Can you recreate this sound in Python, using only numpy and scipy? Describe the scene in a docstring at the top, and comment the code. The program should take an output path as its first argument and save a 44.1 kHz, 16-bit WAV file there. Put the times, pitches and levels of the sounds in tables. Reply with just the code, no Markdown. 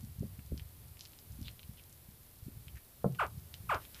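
"""In a small, dry space, over a plastic tub, a hatching alligator held in its egg gives two short chirps.
Its vocal folds slacken, so the pitch falls, and the throat and closed mouth filter the overtones.
Before the calls, one dull knock excites the damped modes of the tub. Wet shell snaps and rubs in the hand,
and soft handling bumps come through the tub, over a low rumble and a fine microphone hiss."""
import sys
import numpy as np
from scipy import signal
from scipy.fft import rfft, irfft
from scipy.io import wavfile
from scipy.ndimage import uniform_filter1d

SR = 44100
rng = np.random.default_rng(int(sys.argv[2]) if len(sys.argv) > 2 else 0)


def log_audio(samples):
    """Write samples as a 16-bit WAV file to the path given in sys.argv[1]."""
    # one column per channel
    frames = np.atleast_2d(samples).T
    # limit to full scale, then quantise
    limited = np.clip(frames, -1, 1)
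    pcm = np.round(limited * 32767).astype(np.int16)
    wavfile.write(sys.argv[1], SR, pcm)


N = 176400

# Reverberation of the space. Each row: frequency in Hz, time to decay by 60 dB in seconds.
REVERB_TIMES = [(100, 0.41), (300, 0.23), (1200, 0.12), (4000, 0.074), (12000, 0.062)]
# Spectrum of the microphone hiss. Each row: frequency in Hz, relative density in dB.
HISS_SPECTRUM = [(100, 8), (400, -1.5), (800, -5.5), (1500, -9.5), (3000, -9.5), (4500, -8.5),
                 (6500, -12.5), (8500, -9), (10500, -4.5), (12500, -0.5), (15000, -6.5), (17000, 1)]
# Envelope of the hiss. Each row: time in seconds, level in dB.
HISS_ENVELOPE = [(0, -56), (.8, -56), (1.4, -55), (2, -56.5), (2.5, -56), (2.95, -56), (3.5, -55),
                 (3.85, -52.5), (4, -53)]
# Spectrum of the handling rumble. Each row: frequency in Hz, relative density in dB.
RUMBLE_SPECTRUM = [(15, -49.5), (35, -17.5), (60, 7.5), (100, 5), (150, -2), (220, -16), (330, -26.5),
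                   (600, -40.5), (1500, -42)]
# Envelope of the rumble. Each row: time in seconds, level in dB.
RUMBLE_ENVELOPE = [(0, -48.5), (.2, -52.5), (.45, -54), (.6, -49.5), (.7, -59.5), (.87, -51), (1.0, -62),
                   (1.23, -65), (1.3, -50.5), (1.47, -48), (1.57, -64), (1.7, -58), (1.8, -61.5),
                   (2.35, -63.5), (2.58, -55), (2.76, -53.5), (2.82, -92), (3.02, -56), (3.15, -57),
                   (3.35, -46.5), (3.5, -56.5), (3.7, -47.5), (3.92, -65.5), (4, -57)]
# Soft handling bumps. Each row: time in seconds, level in dB, pitch in Hz.
HANDLING_BUMPS = [(.033, -39, 147), (.042, -33.5, 139), (.190, -35, 120), (.211, -25.5, 135),
                  (.225, -34, 254), (.2325, -35, 387), (.243, -30.5, 132), (.253, -36, 153),
                  (.391, -38.5, 159), (.516, -39.5, 114), (.5215, -34, 354), (.524, -28, 155),
                  (.529, -29.5, 71), (.543, -36, 222), (.622, -39.5, 95), (1.308, -46, 89.5),
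                  (1.392, -39, 186), (1.414, -35.5, 175), (1.421, -39, 70), (1.47, -42, 91),
                  (1.696, -36.5, 132), (2.09, -41.5, 130), (2.43, -40, 85.5), (2.469, -35, 129),
                  (2.484, -37, 224), (2.575, -43, 102), (2.674, -41.5, 112), (2.75, -41, 82),
                  (2.768, -44, 79), (3.38, -36, 104), (3.607, -40.5, 109), (3.716, -46, 121),
                  (3.757, -38, 86)]
# Snaps of wet shell. Each row: time in seconds, level in dB, pitch in Hz.
SHELL_SNAPS = [(0.3933, -46, 2280), (0.5776, -35, 4540), (0.5968, -36, 3050), (0.971, -48, 2470),
               (.9937, -39, 4700), (1.009, -31.5, 4440), (1.016, -57, 4500), (1.0532, -36, 4500),
               (1.059, -40, 3500), (1.134, -44, 3660), (1.189, -38, 5250), (1.3215, -43, 7300),
               (1.4294, -42, 4400), (1.4826, -30.5, 2960), (1.491, -45, 3350), (1.5942, -38.5, 3100),
               (1.6314, -39.5, 3450), (1.774, -48, 3160), (1.797, -47, 2680), (1.896, -43, 8300),
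               (1.9275, -39, 8300), (2.6828, -38.5, 2920), (3.149, -42.5, 2960), (3.382, -48, 4700),
               (3.5412, -30.5, 3700), (3.746, -30.5, 4230), (3.852, -40, 3060), (3.946, -35.5, 4000)]
# Skin rubbing on shell. Each row: start and length in seconds, level in dB, pitch in Hz,
# half-width in octaves.
SHELL_RUBS = [(.98, .1, -64, 5000, .6), (1.436, .07, -55, 3500, .3), (1.765, .045, -64, 2900, .25),
              (2.75, .04, -59, 1950, .4), (3.144, .018, -60, 1200, 1.3), (3.79, .08, -63, 2500, 1.0),
              (3.93, .11, -58, 2000, 1.2)]
# Modes of the tub. Each row: frequency in Hz, relative level in dB, time to decay by 60 dB in seconds.
TUB_MODES = [(135, -9, .14), (172, -10, .08), (231, -14, .06), (361, -12, .05), (475, -1, .052),
             (570, -5, .04), (675, -12, .045), (829, -17, .04), (1044, -11, .04), (1300, -7, .03),
             (1700, -14, .025)]
# The knock and its rebounds. 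Each row: start in seconds, impulse in dB, contact time in seconds.
TUB_BLOWS = [(3.0438, -22, 0.00094), (3.0577, -15.5, 0.0037), (3.0635, -20, 0.0028), (3.0813, -33, 0.0045)]
# Reflections of the voice off the tub. Each row: delay in seconds, gain as a factor.
TUB_ECHOES = [(.0037, -0.067), (.0062, -0.073), (0.012, 0.024)]
# Source spectrum of the vocal folds. Each row: harmonic number, relative level in dB.
FOLD_HARMONICS = [(1, -2.5), (2, -1), (3, -6), (4, -6), (5, -4), (8, -8.5), (16, -10.5), (40, -40)]
# Response of the throat and closed mouth. Each row: frequency in Hz, gain in dB.
VOCAL_TRACT = [(150, -21.5), (320, -12.5), (500, -9), (750, -5.5), (950, -4.5), (1160, 0.5), (1480, -2.5),
               (1850, -15), (2400, -11.5), (3300, -20.5), (3900, -30.5), (5000, -31), (6000, -37),
               (8700, -27.5), (14000, -54)]
# The calls. Each row: start, time held at the top and length in seconds, top pitch in Hz,
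# pitch from which the steady slide starts in Hz.
CHIRPS = [(3.187, .0063, .085, 1500, 1100), (3.6903, .0003, .094, 1540, 1285)]

BAND_EDGE_HZ = 15450


def amp(db):
    """Amplitude grows tenfold with every 20 dB."""
    return 10 ** (np.asarray(db) / 20)


def unit(x):
    """Normalisation brings a signal to an rms of 1."""
    return x / np.sqrt(np.mean(x ** 2) + 1e-20)


def curve_at(points, hz):
    """Interpolation reads a curve along a logarithmic frequency axis."""
    frequencies, values = np.transpose(points)
    return np.interp(np.log(hz + 1e-9), np.log(frequencies), values)


def add(mix, start_s, sound):
    """Superposition: a sound adds to the mix from its start onward."""
    part = mix[max(round(start_s * SR), 0):][:len(sound)]
    part += sound[:len(part)]


def shaped_noise(spectrum, envelope):
    """Spectral shaping colours white noise, and an envelope sets its level over time."""
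    gain = amp(curve_at(spectrum, np.fft.rfftfreq(N, 1 / SR)))
    coloured = irfft(rfft(rng.standard_normal(N)) * gain, N)
    level_db = np.interp(np.arange(N) / SR, *np.transpose(envelope))
    return unit(coloured) * amp(level_db)


def resonate(x, response, size=4096):
    """A minimum-phase filter is causal: its resonances ring after each pulse."""
    log_gain = np.log(amp(curve_at(response, abs(np.fft.fftfreq(size, 1 / SR)))))
    ring = np.fft.ifft(np.exp(np.conj(signal.hilbert(log_gain)))).real
    return signal.fftconvolve(x, ring[:size // 2])[:len(x)]


def shell_band(x, hz, half_width_oct):
    """A broad resonance of the shell acts as a band-pass filter; the result has an rms of 1."""
    octaves = np.log2((np.fft.rfftfreq(len(x), 1 / SR) + 1) / hz)
    return unit(irfft(rfft(x) / (1 + (octaves / half_width_oct) ** 2), len(x)))


def damped_pulses(rows, width_cycles):
    """Heavy damping leaves only a swing or two of each push: a sine under a Gaussian envelope."""
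    out = np.zeros(N)
    t = np.arange(-SR // 40, SR // 40) / SR
    for centre, db, hz in rows:
        envelope = amp(db) * np.exp(-(t * hz / width_cycles) ** 2 / 2)
        add(out, centre + t[0], envelope * np.sin(-2 * np.pi * hz * t))
    return out


def room(x, wet_db):
    """Diffuse reverberation adds a short tail that decays exponentially, slowest in the bass."""
    hz, t, spectra = signal.stft(rng.standard_normal(SR // 2), SR, nperseg=256)
    t60 = curve_at(REVERB_TIMES, hz)[:, None]
    tail = signal.istft(spectra * amp(-60 * t / t60) / np.sqrt(t60), SR, nperseg=256)[1]
    tail *= np.minimum(np.arange(len(tail)) / SR / .005, 1)  # builds up over 5 ms
    return x + amp(wet_db) * signal.fftconvolve(x, tail / np.linalg.norm(tail))[:N]


def hiss():
    """The self-noise of the microphone forms a nearly steady broadband floor."""
    return shaped_noise(HISS_SPECTRUM, HISS_ENVELOPE)


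def handling():
    """Structure-borne sound: the moving hand makes soft bumps and a low rumble."""
    bumps = damped_pulses(HANDLING_BUMPS, width_cycles=.34)
    return room(bumps, wet_db=-12) + shaped_noise(RUMBLE_SPECTRUM, RUMBLE_ENVELOPE)


def membrane(ticks_per_s=25):
    """The wet membrane ticks faintly as the egg shifts: independent impulses, a Poisson process."""
    ticks = rng.standard_normal(N) * (rng.random(N) < ticks_per_s / SR)
    return amp(-76) * shell_band(ticks, hz=5970, half_width_oct=1)


def shell(fizz_db=-17, fizz_decay_s=.0022, grains_per_s=5000, grain_spread_db=2.0):
    """Each snap is a damped transient with a brief wet fizz; friction of skin makes grainy rubs."""
    out = damped_pulses(SHELL_SNAPS, width_cycles=.5)
    t = np.arange(SR // 40) / SR
    for start, db, hz in SHELL_SNAPS:
        fizz = shell_band(rng.standard_normal(len(t)), hz, half_width_oct=1)
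        add(out, start, amp(db + fizz_db) * np.exp(-t / fizz_decay_s) * fizz)
    for start, length, db, hz, half_width in SHELL_RUBS:
        n = int(length * SR)
        grains = rng.standard_normal(N) * (rng.random(N) < grains_per_s / SR)
        grains *= amp(grain_spread_db * rng.exponential(1, N))
        add(out, start, amp(db) * np.sqrt(np.hanning(n)) * shell_band(grains[:n], hz, half_width))
    return room(out, wet_db=-7.5)


def knock(cutoff_hz=1480):
    """Blunt blows excite the modes of the tub; the longer the contact, the duller the sound."""
    force = np.zeros(N)
    t = np.arange(SR // 3) / SR
    for start, db, contact in TUB_BLOWS:
        push = np.sin(np.pi * np.minimum(t / contact, 1)) ** 2
        add(force, start, amp(db) * push / push.sum())
    ring = sum(amp(db - 60 * t / t60) * np.cos(2 * np.pi * hz * t) for hz, db, t60 in TUB_MODES)
    vibration = signal.fftconvolve(force, ring)[:N]
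    lowpass = signal.butter(2, cutoff_hz, fs=SR)
    return room(signal.lfilter(*lowpass, vibration), wet_db=-8.5)


def vocal_folds(held, length, top_hz, slide_hz, drop_s=.007, slide_oct_per_s=33.2, attack_s=.007):
    """Pitch follows tension: the folds start as a whistle and slacken into separate, uneven pulses."""
    t = np.arange(0, length, 1 / SR)
    fall_s = np.maximum(t - held, 0)
    jitter, shimmer = unit(uniform_filter1d(rng.standard_normal((2, len(t))), SR // 400))
    # The pitch drops quickly off its top, then slides down evenly.
    pitch = slide_hz + (top_hz - slide_hz) * np.exp(-fall_s / drop_s)
    pitch *= 2 ** (-slide_oct_per_s * fall_s) * (1 + .01 * jitter)
    phase = 2 * np.pi * np.cumsum(pitch) / SR
    # Taut folds swing more like a sine, so high pitch weakens the harmonics above the second.
    tilt_db = -.5 * (pitch / top_hz) ** 2
    tone = np.zeros(len(t))
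    for k in range(1, 41):
        gain = amp(curve_at(FOLD_HARMONICS, k) + tilt_db * max(k - 2, 0))
        tone += gain * np.cos(k * phase) * (k * pitch < BAND_EDGE_HZ)
    rasp = amp(-17) * (1 + np.cos(phase)) * rng.standard_normal(len(t))
    # The effort swells, holds, then fades and grows unsteady.
    fade_db = -24 * (t / length) ** 2.58
    shimmer_db = 2 * shimmer * t / length
    effort = np.minimum(t / attack_s, 1) * amp(-24.5 + fade_db + shimmer_db)
    return (tone + rasp) * effort


def alligator():
    """Source and filter: the folds drive the throat and mouth, and the tub reflects both chirps."""
    source = np.zeros(N)
    for start, *shape in CHIRPS:
        add(source, start, vocal_folds(*shape))
    voice = resonate(source, VOCAL_TRACT)
    out = voice.copy()
    for delay, gain in TUB_ECHOES:
        add(out, delay, gain * voice)
    return room(out, wet_db=-10.5)


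def scene():
    """The sources add linearly at one close microphone."""
    return (alligator() + knock() + handling() + shell() + membrane() + hiss())[None]


def record(dry):
    """A steep linear-phase low-pass filter limits the bandwidth."""
    lowpass = signal.firwin(511, BAND_EDGE_HZ, window=("kaiser", 9), fs=SR)
    return signal.oaconvolve(dry, lowpass[None], "same")


dry = scene()
out = record(dry)
log_audio(out)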